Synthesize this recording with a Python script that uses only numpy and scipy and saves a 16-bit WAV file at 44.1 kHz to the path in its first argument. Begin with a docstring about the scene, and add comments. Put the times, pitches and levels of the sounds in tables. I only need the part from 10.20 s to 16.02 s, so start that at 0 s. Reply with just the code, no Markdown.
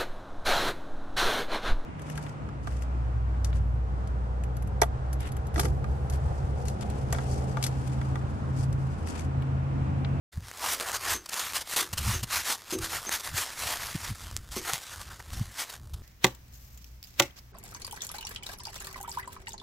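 """Two padded gloves pack a snowball outdoors, right in front of a small camera's one microphone.
Each stroke scrapes thousands of ice grains; the crust gives way in short crunches and single snaps.
Falling clumps knock the camera's stand. Light wind puffs at the microphone,
and faint air moves in the distant trees."""
import sys
import numpy as np
from scipy import signal
from scipy.fft import rfft, irfft, next_fast_len
from scipy.io import wavfile
from scipy.ndimage import uniform_filter1d, map_coordinates

SR = 44100
rng = np.random.default_rng(int(sys.argv[2]) if len(sys.argv) > 2 else 0)


def master_out(mix):
    """Clip the mix to full scale and print it as 16-bit PCM to the path in sys.argv[1]."""
    frames = np.transpose(np.atleast_2d(mix))
    ceiling = np.clip(frames, -1, 1)
    pcm = np.round(ceiling * 32767).astype(np.int16)
    wavfile.write(sys.argv[1], SR, pcm)


N = 256662

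# glove strokes, close up: (peak time [s], hiss level [dB], rise [s], fall [s],
# scrub relative to hiss [dB], resonance of the hollow between the palms [Hz])
GLOVE_STROKES = [(0.46, -32.5, 0.064, 0.094, -.5, 950), (0.532, -28.5, 0.043, 0.025, -4, 1310),
                 (0.63, -37, 0.049, 0.031, 2.5, 526), (0.685, -34.5, 0.023, 0.033, 2, 770),
                 (0.755, -31.5, 0.026, 0.025, 0.5, 1280), (0.87, -34.5, 0.059, 0.027, 1, 920),
                 (0.917, -28, 0.055, 0.044, -4, 1140), (1.16, -32.5, 0.045, 0.051, -5, 1000),
                 (1.215, -34.5, .03, 0.11, -5.5, 1100), (1.36, -29, .02, 0.032, -3.5, 1380),
                 (1.529, -33, 0.053, 0.031, -6, 1300), (1.584, -27, 0.014, 0.051, -2.5, 1580),
                 (1.92, -31.5, 0.11, 0.065, -5, 1200), (2.15, -27, 0.04, 0.06, -5, 1160),
                 (2.275, -31.5, 0.03, 0.026, -6, 1300), (2.319, -29.5, 0.039, 0.033, -4, 1130),
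                 (2.645, -32, 0.028, 0.026, -1.5, 1520), (2.76, -33, 0.076, 0.034, -3, 1280),
                 (2.94, -29, 0.027, 0.026, -2.5, 1440), (3.061, -36, .03, 0.027, -3.5, 1380),
                 (3.186, -29, 0.037, 0.06, -3.5, 1240), (3.281, -43, .04, 0.11, -3, 1220),
                 (3.418, -33, 0.041, 0.048, -5, 1260), (3.511, -31, 0.078, 0.039, -2.5, 810),
                 (3.66, -37.5, 0.12, 0.085, -1.5, 1160), (3.871, -37.5, 0.063, 0.042, -7, 1200),
                 (4.491, -34.5, 0.042, 0.049, -1.5, 1520), (4.545, -36, 0.018, 0.043, -8, 1160),
                 (4.742, -42.5, 0.027, 0.011, 1.5, 1720), (4.816, -45, .02, .02, -1, 1010),
                 (4.93, -48.5, 0.039, 0.027, 4.5, 1350), (5.004, -50, 0.0064, 0.0056, 11, 1420),
                 (5.144, -44.5, 0.023, 0.11, -5, 900), (5.41, -31.5, 0.039, 0.033, -3.5, 1670),
                 (5.53, -46.5, 0.078, 0.04, -2, 1200)]
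# light rustle of cloth and loose snow between the strokes: (time [s], level [dB])
RUSTLE_LEVELS = [(0.13, -51), (0.2, -59.5), (0.3, -46.5), (0.8, -48), (1.06, -53.5), (1.3, -48),
                 (1.45, -53.5), (1.7, -52.5), (2.2, -48.5), (2.4, -50), (2.84, -44), (3.35, -44),
                 (4.0, -45.5), (4.28, -57), (4.42, -42.5), (4.65, -47), (5.08, -54), (5.22, -51),
                 (5.48, -52), (5.62, -66.5), (5.82, -64)]
# the crust gives way: (time [s], level [dB], length [s])
CRUST_CRUNCHES = [(0.603, -31.5, 0.011), (0.624, -34, 0.0046), (0.682, -39, .008), (0.761, -30, 0.0085),
                  (1.058, -37, 0.0076), (1.089, -33.5, 0.0089), (1.129, -32, .007), (1.192, -27, .008),
                  (1.405, -34, 0.021), (1.56, -22, 0.016), (1.603, -24, .011), (1.728, -29.5, 0.013),
                  (1.773, -27.5, 0.021), (2.028, -31.5, 0.016), (2.503, -32.5, 0.018),
                  (2.521, -33.5, 0.031), (2.585, -35, 0.0073), (2.922, -30, .01), (2.995, -37, 0.014),
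                  (4.308, -40.5, 0.047), (4.354, -33.5, 0.041), (5.494, -37.5, 0.011), (5.734, -43, 0.014)]
# single crystals break: (time [s], level [dB], pitch [Hz])
CRYSTAL_SNAPS = [(0.3132, -21, 1910), (0.3731, -27, 7300), (0.58, -29, 1210), (0.5985, -13, 3550),
                 (0.6088, -15, 2420), (0.7164, -19, 7980), (1.1406, -16, 7860), (1.1964, -19, 6520),
                 (1.3334, -17.5, 3070), (1.5364, -16.5, 1670), (2.3274, -36, 1090), (2.8504, -23, 1200),
                 (2.892, -10.5, 1940), (3.571, -20.5, 3890), (4.1116, -24, 1210), (4.1647, -13.5, 6840),
                 (4.1728, -26, 6910), (4.4878, -17, 1940), (4.4964, -26, 1210), (4.5336, -9.5, 7600),
                 (4.541, -16, 4860), (4.815, -24, 4480), (5.1037, -29, 3300)]
# clumps hit the stand: (time [s], low ring level [dB], thin ring level [dB])
CLUMP_KNOCKS = [(0.945, -45.5, -34), (1.608, -43, -46), (1.94, -46, -34), (2.524, -34.5, -33.5),
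                (2.551, -34.5, -55), (2.867, -48.5, -34), (4.365, -38, -40)]
# modes of the stand under the camera: (frequency [Hz], relative level [dB], time to fall 60 dB [s])
STAND_MODES = [(236, 4.5, 0.12), (295, -8, 0.32), (327, 0, 0.45), (369.6, 6, 0.26), (408, 0.5, 0.24),
               (489, -2, 0.29), (5700, -13, .14), (6050, 1, .16), (6350, 6, 0.18)]
# wind on the microphone: (time [s], level [dB])
WIND_LEVELS = [(0.13, -56), (0.23, -41), (0.34, -65), (0.49, -54), (0.6, -65), (0.95, -47), (1.08, -70),
               (1.35, -51.5), (1.47, -66), (1.62, -61), (1.77, -40), (1.83, -30.5), (2.02, -41),
               (2.25, -59), (2.47, -62.5), (2.59, -38.5), (2.72, -53), (3.02, -59), (3.14, -42),
               (3.25, -59), (3.42, -49), (3.55, -49.5), (3.7, -44.5), (3.9, -39.5), (4.0, -52.5),
               (4.08, -42.5), (4.39, -45), (4.64, -65), (4.86, -43), (5.04, -53.5), (5.2, -34.5),
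               (5.42, -65), (5.62, -48), (5.82, -38)]
# soft shoves of air on the microphone: (peak time [s], level [dB], pitch [Hz], half-width [s])
WIND_PUFFS = [(0.18, -26.5, 81, .014), (1.74, -30, 112, .007), (1.82, -29, 86, .012),
              (1.888, -25.5, 98.9, .03), (2.036, -28, 102.4, .011), (3.142, -39.5, 167, .014),
              (3.756, -25.5, 149.6, 0.0069), (3.915, -28, 117, 0.015), (4.538, -37.5, 123, 0.011),
              (5.185, -29, 73, .018), (5.215, -22.5, 101, .01), (5.744, -27.5, 71, .012)]
# spectra of ice grains, padded cloth, wind buffet and far trees: (frequency [Hz], relative level [dB])
ICE_SPECTRUM = [(1060, -23.5), (1800, 4.5), (2500, 1), (6370, -0.5), (12800, -4.5), (14700, -9.5),
                (15400, -11.5), (15800, -81)]
GLOVE_SPECTRUM = [(100, -20), (250, -12.5), (500, -6.5), (750, -2.5), (1100, 1.5), (1700, 2), (2400, -6),
                  (4000, -34)]
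BUFFET_SPECTRUM = [(15, -4), (30, -12.5), (50, 6.5), (90, 5), (140, -5), (220, -16), (400, -25),
                   (900, -42.5)]
TREE_SPECTRUM = [(30, 0.5), (200, -1), (600, -6.5), (2000, -29.5), (8000, -38), (15000, -22)]


def glove_strokes():
    """Gloves scrape snow at the microphone: a firm stroke is a dense rush, a light one crackles."""
    t = np.arange(N) / SR
    hiss_power = amp(curves(RUSTLE_LEVELS)[0] + 1.7 * wobble(25)) ** 2
    scrub_power, hollow = hiss_power * amp(-2.5) ** 2, np.zeros(N)
    for s, db, rise, fall, scrub_db, hz in GLOVE_STROKES:
        near = np.flatnonzero(abs(t - s) < .3)
        since = t[near] - s
        push = amp(db) * np.exp(-(since / np.where(since < 0, rise, fall)) ** 2)
        hiss_power[near] += push ** 2
        scrub_power[near] += (push * amp(scrub_db)) ** 2
        # each grip closes a different hollow between the palms
        hollow[near] += push * amp(scrub_db) * resonant_noise(len(near), hz, q=1.48)
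    hiss_level = np.sqrt(hiss_power)
    crackle = grains(per_second=6000 * (hiss_level / amp(-32)) ** .8, spread_db=2.5)
    ice = coloured(.68 * crackle + .67 * rng.standard_normal(N), ICE_SPECTRUM)
    # a light touch breaks fewer of the finest crystals, so it sounds duller
    dull_ice = signal.lfilter(*signal.butter(1, 6500, fs=SR), ice)
    ice = dull_ice + (ice - dull_ice) * (hiss_level / amp(-33.5)) ** .16
    # the same grains shake the padded cloth
    cloth = coloured(.73 * crackle + .67 * rng.standard_normal(N), GLOVE_SPECTRUM)
    # the gloves catch and slip, so the grains come in clumps
    slip = amp(1.04 * wobble(60) + 1.53 * wobble(260))
    body = amp(-4) * np.sqrt(scrub_power) * cloth + amp(-9) * hollow
    rush = slip * (amp(-1.2) * hiss_level * ice + amp(1.3 * wobble(90)) * body)
    return rush + crumbs(hiss_level)


def crumbs(hiss_level):
    """Coarse crystals tick one by one; they stand out most when the hands move gently."""
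    ticks = grains(per_second=55, spread_db=3.5)
    pressure = (hiss_level / amp(-45)) ** .6
    return pressure * snow_in_gloves(ticks, ice_db=-54.5, cloth_db=-55.5)


def crust_crunches():
    """A patch of crust collapses in a quick avalanche of grains."""
    force = np.zeros(N)
    for s, db, length in CRUST_CRUNCHES:
        progress = np.arange(round(2 * length * SR)) / (length * SR)
        add(force, s, amp(db) * np.minimum(progress / .25, 1) / (1 + progress ** 8))
    breaks = grains(per_second=9000, spread_db=6.5)
    return force * snow_in_gloves(breaks, ice_db=-1, cloth_db=-8)


def snow_in_gloves(breaks, ice_db, cloth_db):
    """Breaking grains sound bright from the ice and dull through the padded cloth."""
    ice, cloth = coloured(breaks, ICE_SPECTRUM), coloured(breaks, GLOVE_SPECTRUM)
    return amp(ice_db) * ice + amp(cloth_db) * cloth


def hand_shading(x, depth_db):
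    """The moving hands shade and reflect the sound, so narrow bands come and go at the microphone."""
    bands = signal.stft(x, nperseg=512)[2]
    shade = uniform_filter1d(rng.standard_normal(bands.shape), size=6, axis=0)  # smooth over frequency
    shade = uniform_filter1d(shade, size=12, axis=1)  # and over time
    return signal.istft(bands * amp(depth_db * unit(shade)), nperseg=512)[1][:N]


def crystal_snaps(cycles=6, crack_hz=7000):
    """One crystal breaks close by: a sharp crack, a ping of very few cycles and some splinters."""
    out, t = np.zeros(N), np.arange(SR // 50) / SR
    ping = lambda hz: np.sin(2 * np.pi * hz * t) * amp(-60 * t * hz / cycles)
    for s, db, hz in CRYSTAL_SNAPS:
        splinters = rng.standard_normal(len(t)) * amp(-19.5 - 60 * t / .013)
        tone = amp(1) * (hz / crack_hz) ** .52 * ping(hz)
        add(out, s + .0012, amp(db) * (ping(crack_hz) + tone + splinters))
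    return out


def stand_knocks():
    """Each clump lands with a dull bump and rings the camera stand's low and thin modes."""
    out, t = np.zeros(N), np.arange(SR // 2) / SR
    attack = 1 - np.exp(-t / .0012)
    for s, low_db, thin_db in CLUMP_KNOCKS:
        ring = np.zeros(len(t))
        for hz, db, t60 in STAND_MODES:
            strike_db = (low_db if hz < 1000 else thin_db) + db + rng.normal(0, 1)
            phase = 2 * np.pi * (hz * t + rng.random())
            # loose joints roughen the ring, most of all its high modes
            rattle = np.interp(t, np.linspace(0, t[-1], 60), rng.standard_normal(60))
            ring += amp(strike_db - 60 * t / t60) * np.sin(phase + .5 * np.sqrt(hz / 1000) * rattle)
        bump = resonant_noise(len(t), hz=295, q=1.1) * amp(low_db + 2 - 60 * t / .1)
        add(out, s, (amp(-5) * ring + bump) * attack)
    return out


def microphone_wind():
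    """Light wind flutters right on the microphone, with a few soft shoves of air."""
    eddies_db = 4 * np.tanh(wobble(24))
    level = amp(curves(WIND_LEVELS)[0] - .5 + eddies_db)
    flutter = level * coloured(rng.standard_normal(N), BUFFET_SPECTRUM)
    for s, db, hz, width in WIND_PUFFS:
        t = np.arange(round(6 * width * SR)) / SR - 3 * width
        # a few uneven swings of pressure, with smaller and faster eddies at the peak
        swing_hz = hz * np.exp(.23 * wobble(166.6)[:len(t)])
        phase = 2 * np.pi * (np.cumsum(swing_hz) / SR + rng.random())
        swell = np.exp(-(t / width) ** 2)
        swings = np.sin(phase) + amp(-9) * swell * np.sin(1.8 * phase)
        add(flutter, s + t[0], amp(db + .5) * swell * swings)
    return flutter


def distant_trees():
    """Faint steady air in the trees, far from the microphone."""
    return amp(-63) * coloured(rng.standard_normal(N), TREE_SPECTRUM)


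def amp(db):
    """Decibels to gain."""
    return 10 ** (np.asarray(db) / 20)


def unit(x):
    """Scaled to rms 1."""
    return x / np.sqrt(np.mean(x ** 2) + 1e-20)


def curves(rows):
    """One value per sample for each column after the time."""
    times, *columns = np.transpose(rows)
    return [np.interp(np.arange(N) / SR, times, column) for column in columns]


def wobble(rate):
    """A smooth random curve, rate knots a second."""
    return map_coordinates(rng.standard_normal(int(N * rate / SR) + 4), [np.arange(N) * rate / SR])


def add(track, s, sound):
    """Mix a sound into the track from time s on."""
    start = max(round(s * SR), 0)
    part = track[start:start + len(sound)]
    part += sound[:len(part)]


def coloured(x, spectrum):
    """x through a causal filter with the given spectrum, scaled to rms 1."""
    size = 2 * next_fast_len(N // 2 + SR // 4)
    hz, db = np.transpose(spectrum)
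    gain = amp(np.interp(np.log(np.fft.rfftfreq(size, 1 / SR) + 1), np.log(hz), db))
    # minimum phase: nothing rings ahead of a click
    cepstrum = irfft(np.log(np.maximum(gain, 1e-4)))
    cepstrum[1:size // 2] *= 2
    cepstrum[size // 2 + 1:] = 0
    return unit(irfft(rfft(x, size) * np.exp(rfft(cepstrum)), size)[:N])


def resonant_noise(samples, hz, q):
    """Noise passed twice through one resonance, rms 1."""
    b, a = signal.iirpeak(hz, q, SR)
    return unit(signal.lfilter(b, a, signal.lfilter(b, a, rng.standard_normal(samples))))


def grains(per_second, spread_db):
    """Random impulses of uneven size, rms 1 whatever their rate."""
    chance = np.clip(per_second / SR, 1e-4, 1)
    sizes = amp(spread_db * np.clip(rng.standard_normal(N), -2, 2)) * rng.choice([-1, 1], N)
    return unit((rng.random(N) < chance) * sizes / np.sqrt(chance))


def scene():
    """Hands close, trees far off: all reach one microphone in the open, with no walls to answer."""
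    snowball = hand_shading(glove_strokes() + crust_crunches(), depth_db=1.56) + crystal_snaps()
    mono = snowball + stand_knocks() + microphone_wind() + distant_trees()
    return np.array([mono, mono])


def record(dry, silence_s=.118, fade_s=.015, top_hz=15700):
    """The sound fades in after a moment of silence, and the camera holds nothing above top_hz."""
    opening = np.clip((np.arange(N) / SR - silence_s) / fade_s, 0, 1)
    size = next_fast_len(N + SR // 4)
    passband = np.fft.rfftfreq(size, 1 / SR) < top_hz
    return irfft(rfft(dry * opening, size) * passband, size)[:, :N]


dry = scene()
out = record(dry)
master_out(out)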